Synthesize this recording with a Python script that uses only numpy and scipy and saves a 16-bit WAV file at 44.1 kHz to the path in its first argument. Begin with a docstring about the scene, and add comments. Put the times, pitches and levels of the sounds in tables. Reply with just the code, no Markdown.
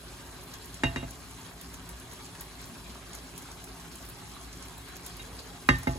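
"""Sauce simmering in a pan

Thick sauce boils with a low rumble, bubbles pop, and fat sizzles and spits on the hot rim.
A china bowl knocks against the stove in two short bouts: the stove thuds and the bowl rings.
In between, pasta lands softly in the sauce and more of it shifts in the bowl.
Two microphones a hand apart listen from close by in a small kitchen."""
import sys
import numpy as np
from scipy import signal
from scipy.fft import rfft, irfft, next_fast_len
from scipy.io import wavfile
from scipy.ndimage import uniform_filter1d

SR = 44100
rng = np.random.default_rng(int(sys.argv[2]) if len(sys.argv) > 2 else 0)


def store_wav(level_fs):
    """Save 16-bit WAV to argv[1]."""
    pcm = np.round(np.clip(np.atleast_2d(level_fs), -1, 1) * 32767)
    wavfile.write(sys.argv[1], SR, pcm.T.astype(np.int16))


N = 263718
TIME = np.arange(N) / SR
RIM_LAG_S, SAUCE_LAG_S = 0.000297, -0.000026  # the hot rim lies to the right, the sauce slightly left

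# Low notes of pan and stove under the boil (pitch [Hz], width [Hz], relative level [dB])
PAN_NOTES = [(55.7, 8.6, 2), (82, 32, -15), (104, 15, -10.5), (121.5, 29, -9), (171, 20.6, -7.5),
             (261.3, 40.5, -10), (365, 38, -13), (422.5, 24, -15)]
# Tone of the hiss (frequency [Hz], relative level [dB])
HISS_TONE = [(20, -49), (200, -12), (540, -3.5), (650, -9), (1100, -1), (1600, -8.5), (2200, -5),
             (3000, -6.5), (4100, -8.5), (5300, -10), (7200, -13), (10000, -9.5), (13500, -14.5),
             (16000, -30)]
# How the hollow of the pan colours the hiss (frequency [Hz], width [Hz], boost or cut [dB])
PAN_HOLLOW = [(583, 34, -22), (586, 28, -32), (814, 36, -21), (1160, 36, 2.5), (1605, 160, 7.5),
              (3320, 30, 9.5), (4030, 360, 5.5), (6170, 190, 3), (7510, 890, 6.5)]
# Hiss that comes straight from the rim (frequency [Hz], share [0-1])
RIM_SHARE = [(100, 0), (2500, 0.091), (4500, 0.035), (6500, 0.45), (8000, 0.31), (9000, 1), (16000, 1)]
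# How alike the rest of the hiss is on the left and right (frequency [Hz], likeness [0-1])
LIKENESS = [(100, 0.53), (400, 0), (700, 0), (1300, 0.96), (1900, 0.12), (2600, 0.046), (3800, 0.12),
            (5200, 0.88), (8000, 0)]
# Flurries as sauce washes onto hot metal (peak time [s], extra briskness [dB])
SIZZLE_FLURRIES = [(.54, 5), (1.74, 5), (2.12, 7.5), (3.15, 8), (3.8, 8), (4.06, 0), (4.96, 6), (5.39, 6.5)]
# The loudest spits of fat (time [s], peak level [dB], pitch [Hz])
FAT_SPITS = [(0.656, -38.5, 11000), (.742, -32.5, 8300), (1.107, -35, 9800), (1.6119, -36, 10800),
             (1.741, -34.5, 7300), (1.8898, -35, 10500), (2.253, -39, 7100), (2.396, -39, 7400),
             (2.408, -29, 13000), (3.1307, -35, 7000), (3.36, -40, 6500), (3.377, -31, 10300),
             (3.515, -35, 7700), (3.64, -35, 9600), (3.955, -35, 9800), (4.05, -41, 12000),
             (4.087, -36.5, 12000), (4.097, -37, 12100), (4.528, -35.5, 6500), (4.624, -34.5, 7040),
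             (4.683, -41, 9600), (4.779, -38.5, 12000), (5.0623, -29.5, 9700), (5.167, -38, 10400),
             (5.785, -35, 12100), (5.831, -34.5, 9000), (5.876, -39.5, 11700)]
# Large bubbles bursting (time [s], peak level [dB], pitch [Hz])
BIG_BUBBLES = [(2.697, -48, 990), (2.956, -37.5, 1090), (2.97, -76, 705), (3.457, -40, 1330),
               (3.488, -41, 850), (4.366, -36, 1160)]
# The bowl hits the stove (time [s], thud [dB], ring [dB], clack [dB], clack pitch [Hz],
# spot [0 foot, 0.5 side, 1 rim], brightness [dB per octave], ring time [factor, less when pressed],
# build-up [s, longer for a scuff], time until the hand stops the ring [s])
BOWL_KNOCKS = [(0.835, -0.5, 0.5, -12.5, 1700, 0, 0, 0.97, 0.0041, 0.13),
               (0.937, -37, -14, -45, 900, 0.7, -8, 0.66, .005, 0.021),
               (0.9602, -9, -12.5, -20, 1820, 0.03, 2.5, 1.1, 0.0035, 0.12),
               (1.027, -12.5, -14, -36, 1300, 0.11, -2, 0.78, .005, 0.044),
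               (5.194, -56, -18, -41, 2150, 0.33, 9, 0.54, .004, .1),
               (5.6885, 3.5, 0, -8.5, 1500, 0.97, 0, 1.01, 0.00023, 0.11),
               (5.755, -38, -36, -41, 3600, 0.9, 11.5, 0.4, .001, .05),
               (5.828, -33, -15, -42, 1000, 0.7, -3, 0.68, .005, 0.039),
               (5.8709, -1, -1.5, -21, 1420, 0.5, 1.5, 0.9, 0.00083, 0.097),
               (5.955, -15.5, -17, -48, 900, 0.7, -8, 0.57, .004, .1)]
# Notes of the bowl (pitch [Hz], level hit at the foot [dB], at the side [dB], at the rim [dB],
# time to fade by 60 dB [s], lag on the left [radians], extra level on the right [dB])
BOWL_NOTES = [(675, -25, -25.5, -40, 0.33, 1, 2), (845, -27, -23, -27.5, 0.27, 2.5, 3.5),
              (884, -22.5, -33.5, -49, 0.059, 0.5, 3), (980, -27, -40, -19, 0.036, 3, 3.5),
              (1040, -45, -51, -15.5, 0.04, 0.5, -2), (1207, -50, -46, -26.5, 0.25, 1.8, -2),
              (1253, -34, -42, -10.5, 0.031, 1, 1), (1344, -45, -37, -39, 0.13, 2, 0),
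              (1544, -39, -37, -30, 0.16, 1.3, 0), (1650, -44, -52, -23, 0.098, 1, 0),
              (1819, -36, -40, -19.5, 0.32, -2, 2), (1927, -30, -55, -20, 0.1, 4, 9),
              (2100, -23.5, -28.5, -13.5, 0.075, 1.8, -2), (2420, -30, -50, -42, 0.1, 4, 11),
              (2570, -46, -55, -19, 0.038, 3, 7), (2600, -40, -53, -41, 0.22, 0.5, 0),
              (2790, -22, -46, -31.5, 0.17, 0.5, 2.5), (2806, -57, -58, -30, 0.11, 1.5, -6),
              (3180, -44, -62, -50, .2, 1, 4), (3260, -58, -58, -37, 0.24, 1.2, 0),
              (3800, -30, -46.5, -27.5, 0.16, 0.74, -2), (3870, -50, -69, -40, 0.055, .8, 0),
              (4300, -42, -60, -41, 0.1, -3, 5), (4845, -47, -56, -30, 0.15, 3, 5.5),
              (6430, -38, -60, -35, 0.085, 1.1, 5)]
# Notes of the stove (pitch [Hz], level [dB], time to fade by 60 dB [s], build-up [s])
STOVE_NOTES = [(54.6, -23.5, 0.3, 0.013), (81, -36.3, 0.62, 0.0022), (103.6, -29.5, 0.23, .005),
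               (124.1, -20, 0.24, .048), (134, -24.1, 0.17, 0.0015), (162, -31, 0.24, 0.0014),
               (256.7, -28, 0.26, 0.0089), (289.5, -13.5, 0.076, 0.0011), (354, -27, 0.15, 0.0056),
               (470.5, -31.5, 0.1, 0.0065), (569, -29, 0.092, 0.0032)]
# Tone of a knock's crack (frequency [Hz], relative level [dB])
CRACK_TONE = [(100, -4), (320, 9), (500, -7), (720, -1), (1000, 8), (1450, 1), (2000, 8), (2250, -1.5),
              (3300, -3.5), (5000, -8.5), (7000, -10), (10000, -18), (16000, -41)]
# Clumps of pasta landing (time [s], dull pat [dB], pat pitch [Hz], wet slap [dB])
PASTA_DROPS = [(2.348, -62, 250, -46), (2.412, -64, 220, -49), (2.696, -39.5, 200, -55),
               (2.732, -39, 260, -61), (2.849, -44, 166, -59), (2.895, -40, 202, -50)]
# Echo of the kitchen (frequency [Hz], time to fade by 60 dB [s])
ECHO_TIMES = [(100, 0.46), (500, 0.42), (2000, 0.66), (8000, 0.016), (16000, 0.0073)]


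def boil(level_db=-48, side_db=-15):
    """Steam pockets collapse under the thick sauce and shake the pan and stove."""
    def body(hz):
        return np.sqrt(sum(gain_of(2 * db) / (1 + ((hz - pitch) / (0.78 * width)) ** 2) ** 2
                           for pitch, width, db in PAN_NOTES))
    shaking = evened(pops(per_s=160, spread_db=1.5)) + 1.38 * rng.standard_normal(N)
    middle = evened(filtered(shaking, body))
    side = evened(filtered(rng.standard_normal(N), body))
    return gain_of(level_db) * (middle + gain_of(side_db) * np.array([side, -side]))


def hiss(brisk_db, level_db=-50, patchy_db=2, flicker_db=1.27):
    """Countless tiny bubbles merge: top treble from the hot rim, the rest from the sauce and walls."""
    def ripple(frames_wide, bands_wide):
        slow = uniform_filter1d(rng.standard_normal(shape), frames_wide, axis=0)
        return evened(uniform_filter1d(slow, bands_wide, axis=1))

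    def hollow(hz):
        return gain_of(sum(db / (1 + (2 * (hz - f) / width) ** 2) for f, width, db in PAN_HOLLOW))
    frames, hz = N // 128 + 5, np.fft.rfftfreq(512, 1 / SR)
    shape = (frames, len(hz))  # the noise is built on a grid of time and frequency
    direct, left, other = rng.standard_normal((3, *shape)) + 1j * rng.standard_normal((3, *shape))
    share, alike = np.clip(look_up(RIM_SHARE, hz), 0, 0.99), look_up(LIKENESS, hz)
    right = alike * left + np.sqrt(1 - alike ** 2) * other
    sauce = np.array([left * delay(hz, SAUCE_LAG_S), right])
    rim = np.array([direct * delay(hz, RIM_LAG_S), direct])
    swell_db = np.interp(np.arange(frames) * 128 / SR, TIME, brisk_db)[:, None]
    grid = np.sqrt(1 - share) * sauce * gain_of(0.43 * swell_db)
    grid += np.sqrt(share) * rim * gain_of(0.15 * swell_db)
    grid *= gain_of(look_up(HISS_TONE, hz) + patchy_db * ripple(12, 4) + flicker_db * ripple(8, 70))
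    sound = signal.istft(grid.transpose(0, 2, 1), nperseg=512, noverlap=384)[1][:, :N]
    return gain_of(level_db) * evened(filtered(sound, hollow))


def bubbles(level_db=-61):
    """Small bubbles open at the surface, each a brief rising note."""
    notes = np.zeros(N)
    for hz in np.geomspace(550, 4300, num=26):
        openings = pops(per_s=14, spread_db=-0.5)
        note = ping(hz, cycles=rng.uniform(0.63, 3.3), glide=0.016)
        notes += signal.oaconvolve(openings, note)[:N] * (hz / 1000) ** -0.4
    return in_kitchen(gain_of(level_db) * evened(notes), SAUCE_LAG_S, room_db=-1)


def sizzle(brisk_db, level_db=-59, room_db=-6):
    """Droplets crackle at slightly different places on the hot rim, louder when the sauce is brisk."""
    ticks = np.zeros((2, N))
    for hz in np.geomspace(4500, 13000, num=22):
        droplets = pops(per_s=90, spread_db=6)
        crackle = signal.oaconvolve(droplets, ping(hz, cycles=0.5 + rng.random()))[:N]
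        ticks += stereo(crackle, RIM_LAG_S * rng.uniform(1, 1.02))
    ticks = gain_of(level_db + 2 * brisk_db) * evened(ticks)
    return ticks + gain_of(room_db) * echo(ticks[1])


def briskness(heating_db_per_s=0.13, waver_db=1.3, waver_hz=9, rise_s=0.0058, fall_s=0.016):
    """How lively the sauce is, in dB around its average: slow heating, chance wavering and flurries."""
    waver = evened(filtered(rng.standard_normal(N), lambda hz: 1 / (1 + (hz / waver_hz) ** 4)))
    db = heating_db_per_s * TIME + waver_db * waver
    for s, top_db in SIZZLE_FLURRIES:
        db += top_db * np.exp(-((TIME - s) / np.where(TIME < s, rise_s, fall_s)) ** 2)
    return db - db.mean()


def spits(spray_db=-16, spray_s=0.025, snap_s=0.0027, rise_s=0.0012):
    """A film of fat tears in a tiny burst and throws a short spray."""
    out, t = np.zeros(N), np.arange(2500) / SR
    fade = (np.exp(-t / snap_s) + gain_of(spray_db) * np.exp(-t / spray_s)) * (1 - np.exp(-t / rise_s))
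    for s, db, hz in FAT_SPITS + by_chance(per_s=2, db=-41, hz=9400):
        snap = rng.choice([-1, 1], len(t)) * fade
        tick = np.convolve(snap, ping(hz, cycles=0.37))
        add(out, s, gain_of(db) * tick / abs(tick).max())
    return in_kitchen(out, RIM_LAG_S, room_db=-7)


def plops():
    """Large bubbles burst through the sauce."""
    out = np.zeros(N)
    for s, db, hz in BIG_BUBBLES + by_chance(per_s=2.5, db=-45, hz=1035):
        add(out, s, gain_of(db) * ping(hz, cycles=0.9, glide=0.0031))
    return in_kitchen(out, lag_s=0.00006, room_db=-7)


def knocks(thud_room_db=-24, ring_room_db=-39):
    """The bowl hits the stove with a clack, a thud and a ring that the hand cuts short."""
    thuds, rings, cracks = np.zeros((3, 2, N))
    t = np.arange(SR // 2) / SR
    thud = stove_thud(t)
    for s, thud_db, ring_db, clack_db, clack_hz, spot, bright_db, free, build_s, grip_s in BOWL_KNOCKS:
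        ring = bowl_ring(t, spot, bright_db, free)
        swell_and_stop = (1 - np.exp(-t / build_s)) * np.exp(-(t / grip_s) ** 4)
        add(thuds, s, gain_of(thud_db) * thud)
        add(rings, s, gain_of(ring_db) * ring * swell_and_stop)
        add(rings, s, gain_of(clack_db) * stereo(ping(clack_hz, cycles=0.7), lag_s=0.00015))
        add(cracks, s, gain_of(clack_db - 11) * crack(t))
    rings = low_cut(rings, hz=870)  # a small bowl gives off little bass
    room = echo(gain_of(thud_room_db) * thuds[1] + gain_of(ring_room_db) * rings[1])
    return thuds + rings + cracks + room


def bowl_ring(t, spot, bright_db, free, flutter_db=3, flutter_hz=45):
    """China rings with fluttering notes, mixed by the spot hit; each knock has its own brightness."""
    out, sides = np.zeros((2, len(t))), np.array([[-0.5], [0.5]])
    for hz, foot, side, rim, fade_s, phase, right_db in BOWL_NOTES:
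        db = np.interp(spot, [0, 0.5, 1], [foot, side, rim]) + bright_db * np.log2(hz / 1000)
        note = fading_note(t, hz, db + sides * right_db, fade_s * free, -sides * phase)
        flutter = filtered(rng.standard_normal(len(t)), lambda f: 1 / (1 + (f / flutter_hz) ** 2))
        out += note * gain_of(flutter_db * evened(flutter))
    return out


def stove_thud(t, right_db=2.5, bass_hz=160):
    """The stove booms with low notes; all but the deep bass leans to the right."""
    thud = sum((-1) ** k * fading_note(t, hz, db, fade_s) * (1 - np.exp(-t / rise_s))
               for k, (hz, db, fade_s, rise_s) in enumerate(STOVE_NOTES))
    add(thud, 0, gain_of(-12) * ping(hz=283, cycles=0.91))  # the top gives briefly under the weight
    thud = stereo(thud, lag_s=0.00035)
    lean_db = right_db * np.array([[-0.5], [0.5]])
    return filtered(thud, lambda hz: gain_of(lean_db * hz ** 2 / (hz ** 2 + bass_hz ** 2)))


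def crack(t, rise_s=0.0005, fade_s=0.0049, rattle_db=-17, rattle_s=0.067):
    """Many fast-dying notes and nearby echoes blur into a short crack."""
    noise = filtered(rng.standard_normal((3, len(t))), lambda hz: gain_of(look_up(CRACK_TONE, hz)))
    sides, middle = filtered(noise[:2], lambda hz: hz / (hz + 700)), noise[2]
    fade = np.exp(-t / fade_s) + gain_of(rattle_db) * np.exp(-t / rattle_s)
    return evened(sides + middle) * fade * (1 - np.exp(-t / rise_s))


def pasta_landing(slap_s=0.0042, slap_hz=1700):
    """Soft ribbons land on the sauce: a dull pat under a brief wet slap."""
    out, age = np.zeros(N), np.arange(SR // 10) / (SR * slap_s)
    for s, pat_db, pat_hz, slap_db in PASTA_DROPS:
        wet = evened(filtered(rng.standard_normal(len(age)), lambda hz: hz / (hz ** 2 + slap_hz ** 2)))
        add(out, s, gain_of(pat_db) * ping(pat_hz, cycles=0.5))
        add(out, s, gain_of(slap_db) * wet * age * np.exp(1 - age))
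    return in_kitchen(out, SAUCE_LAG_S, room_db=-6)


def pasta_sliding(start_s=5.15, length_s=0.42, level_db=-56):
    """Sticky pasta shifts in the tilting bowl: a swell of soft, low squelches."""
    progress = np.clip((TIME - start_s) / length_s, 0, 1)
    swell = np.sqrt(np.maximum(np.sin(np.pi * progress), 0))
    squelch = sum(signal.oaconvolve(pops(per_s=30, spread_db=0.5), ping(hz, cycles=1.2))[:N]
                  for hz in np.geomspace(270, 1250, num=10))
    return in_kitchen(gain_of(level_db) * swell * evened(squelch), lag_s=0.00025, room_db=-6)


def echo(x, bounces=1000):
    """Sound bounces off tiles and worktop, each frequency dying away at its own speed."""
    clicks = np.zeros((2, SR))
    arrivals = 90 + 16 * np.arange(bounces) + rng.integers(0, 16, (2, bounces))
    np.put_along_axis(clicks, arrivals, rng.choice([-1., 1.], arrivals.shape), 1)
    hz, t, grid = signal.stft(clicks, SR, nperseg=256)
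    alike = 1 / (1 + (hz[:, None] / 900) ** 2)  # low notes reach both microphones alike
    grid[1] = alike * grid[0] + np.sqrt(1 - alike ** 2) * grid[1]
    grid *= gain_of(-60 * t / look_up(ECHO_TIMES, hz)[:, None])
    tail = signal.istft(grid, SR, nperseg=256)[1]
    return signal.fftconvolve(x[None], tail / np.linalg.norm(tail[0]), axes=1)[:, :N]


def in_kitchen(x, lag_s, room_db):
    """A sound at both microphones, plus its echo."""
    return stereo(x, lag_s) + gain_of(room_db) * echo(x)


def stereo(x, lag_s):
    """A sound on the right reaches the left microphone lag_s later."""
    return np.array([filtered(x, lambda hz: delay(hz, lag_s)), x])


def delay(hz, lag_s):
    """The shift of each frequency that makes a sound arrive lag_s later."""
    return np.exp(-2j * np.pi * hz * lag_s)


def ping(hz, cycles, glide=0):
    """A short note that is loudest after the given cycles; glide raises its pitch."""
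    age = np.arange(int(10 * cycles * SR / hz) + 8) * hz / (SR * cycles)
    return age * np.exp(1 - age) * np.sin(2 * np.pi * cycles * age * (1 + glide * age))


def fading_note(t, hz, db, fade_s, phase=0):
    """A pure tone that drops by 60 dB in fade_s."""
    return gain_of(db - 60 * t / fade_s) * np.sin(2 * np.pi * hz * t - phase)


def pops(per_s, spread_db):
    """Clicks of random size at random moments."""
    hits = rng.random(N) < per_s / SR
    sizes = gain_of(spread_db * np.minimum(rng.exponential(1, N), 4))
    return hits * sizes * rng.choice([-1, 1], N)


def by_chance(per_s, db, hz, spread_db=2, spread_octaves=0.42, count=40):
    """One random event in each 1 / per_s seconds, as rows (time [s], peak level [dB], pitch [Hz])."""
    when, strength, pitch = rng.uniform(-0.76, 1, (count, 3)).T
    times = (np.arange(count) + (1 + when) / 2) / per_s
    rows = zip(times, db + spread_db * strength, hz * 2 ** (spread_octaves * pitch))
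    return [row for row in rows if row[0] < N / SR]


def filtered(x, gain):
    """Turns each frequency up or down by gain(hz)."""
    size = next_fast_len(x.shape[-1] + 64)
    return irfft(rfft(x, size) * gain(np.fft.rfftfreq(size, 1 / SR)), size)[..., :x.shape[-1]]


def low_cut(x, hz):
    """Weakens everything below hz."""
    return signal.sosfilt(signal.butter(3, hz, btype="high", fs=SR, output="sos"), x)


def look_up(table, hz):
    """Reads between a table's rows on a pitch-like (log) scale."""
    frequencies, values = np.transpose(table)
    return np.interp(np.log(hz + 1), np.log(frequencies + 1), values)


def add(mix, s, sound):
    """Mixes a sound in at s seconds."""
    part = mix[..., round(s * SR):][..., :sound.shape[-1]]
    part += sound[..., :part.shape[-1]]


def gain_of(db):
    """Turns decibels into a multiplier."""
    return 10 ** (np.asarray(db) / 20)


def evened(x):
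    """Scales a sound to an average power of 1."""
    return x / np.sqrt(np.mean(x ** 2) + 1e-20)


def scene():
    """The simmering pan, the pasta dropped into it and the bowl beside it."""
    brisk_db = briskness()
    pan = boil() + hiss(brisk_db) + bubbles() + sizzle(brisk_db) + spits() + plops()
    return pan + pasta_landing() + pasta_sliding() + knocks()


def record(dry, bottom_hz=40, top_hz=15950):
    """Trims the deepest rumble and the highest treble."""
    treble_cut = signal.firwin(511, top_hz, window=("kaiser", 9), fs=SR)
    return signal.oaconvolve(low_cut(dry, bottom_hz), treble_cut[None], "same")


dry = scene()
out = record(dry)
store_wav(out)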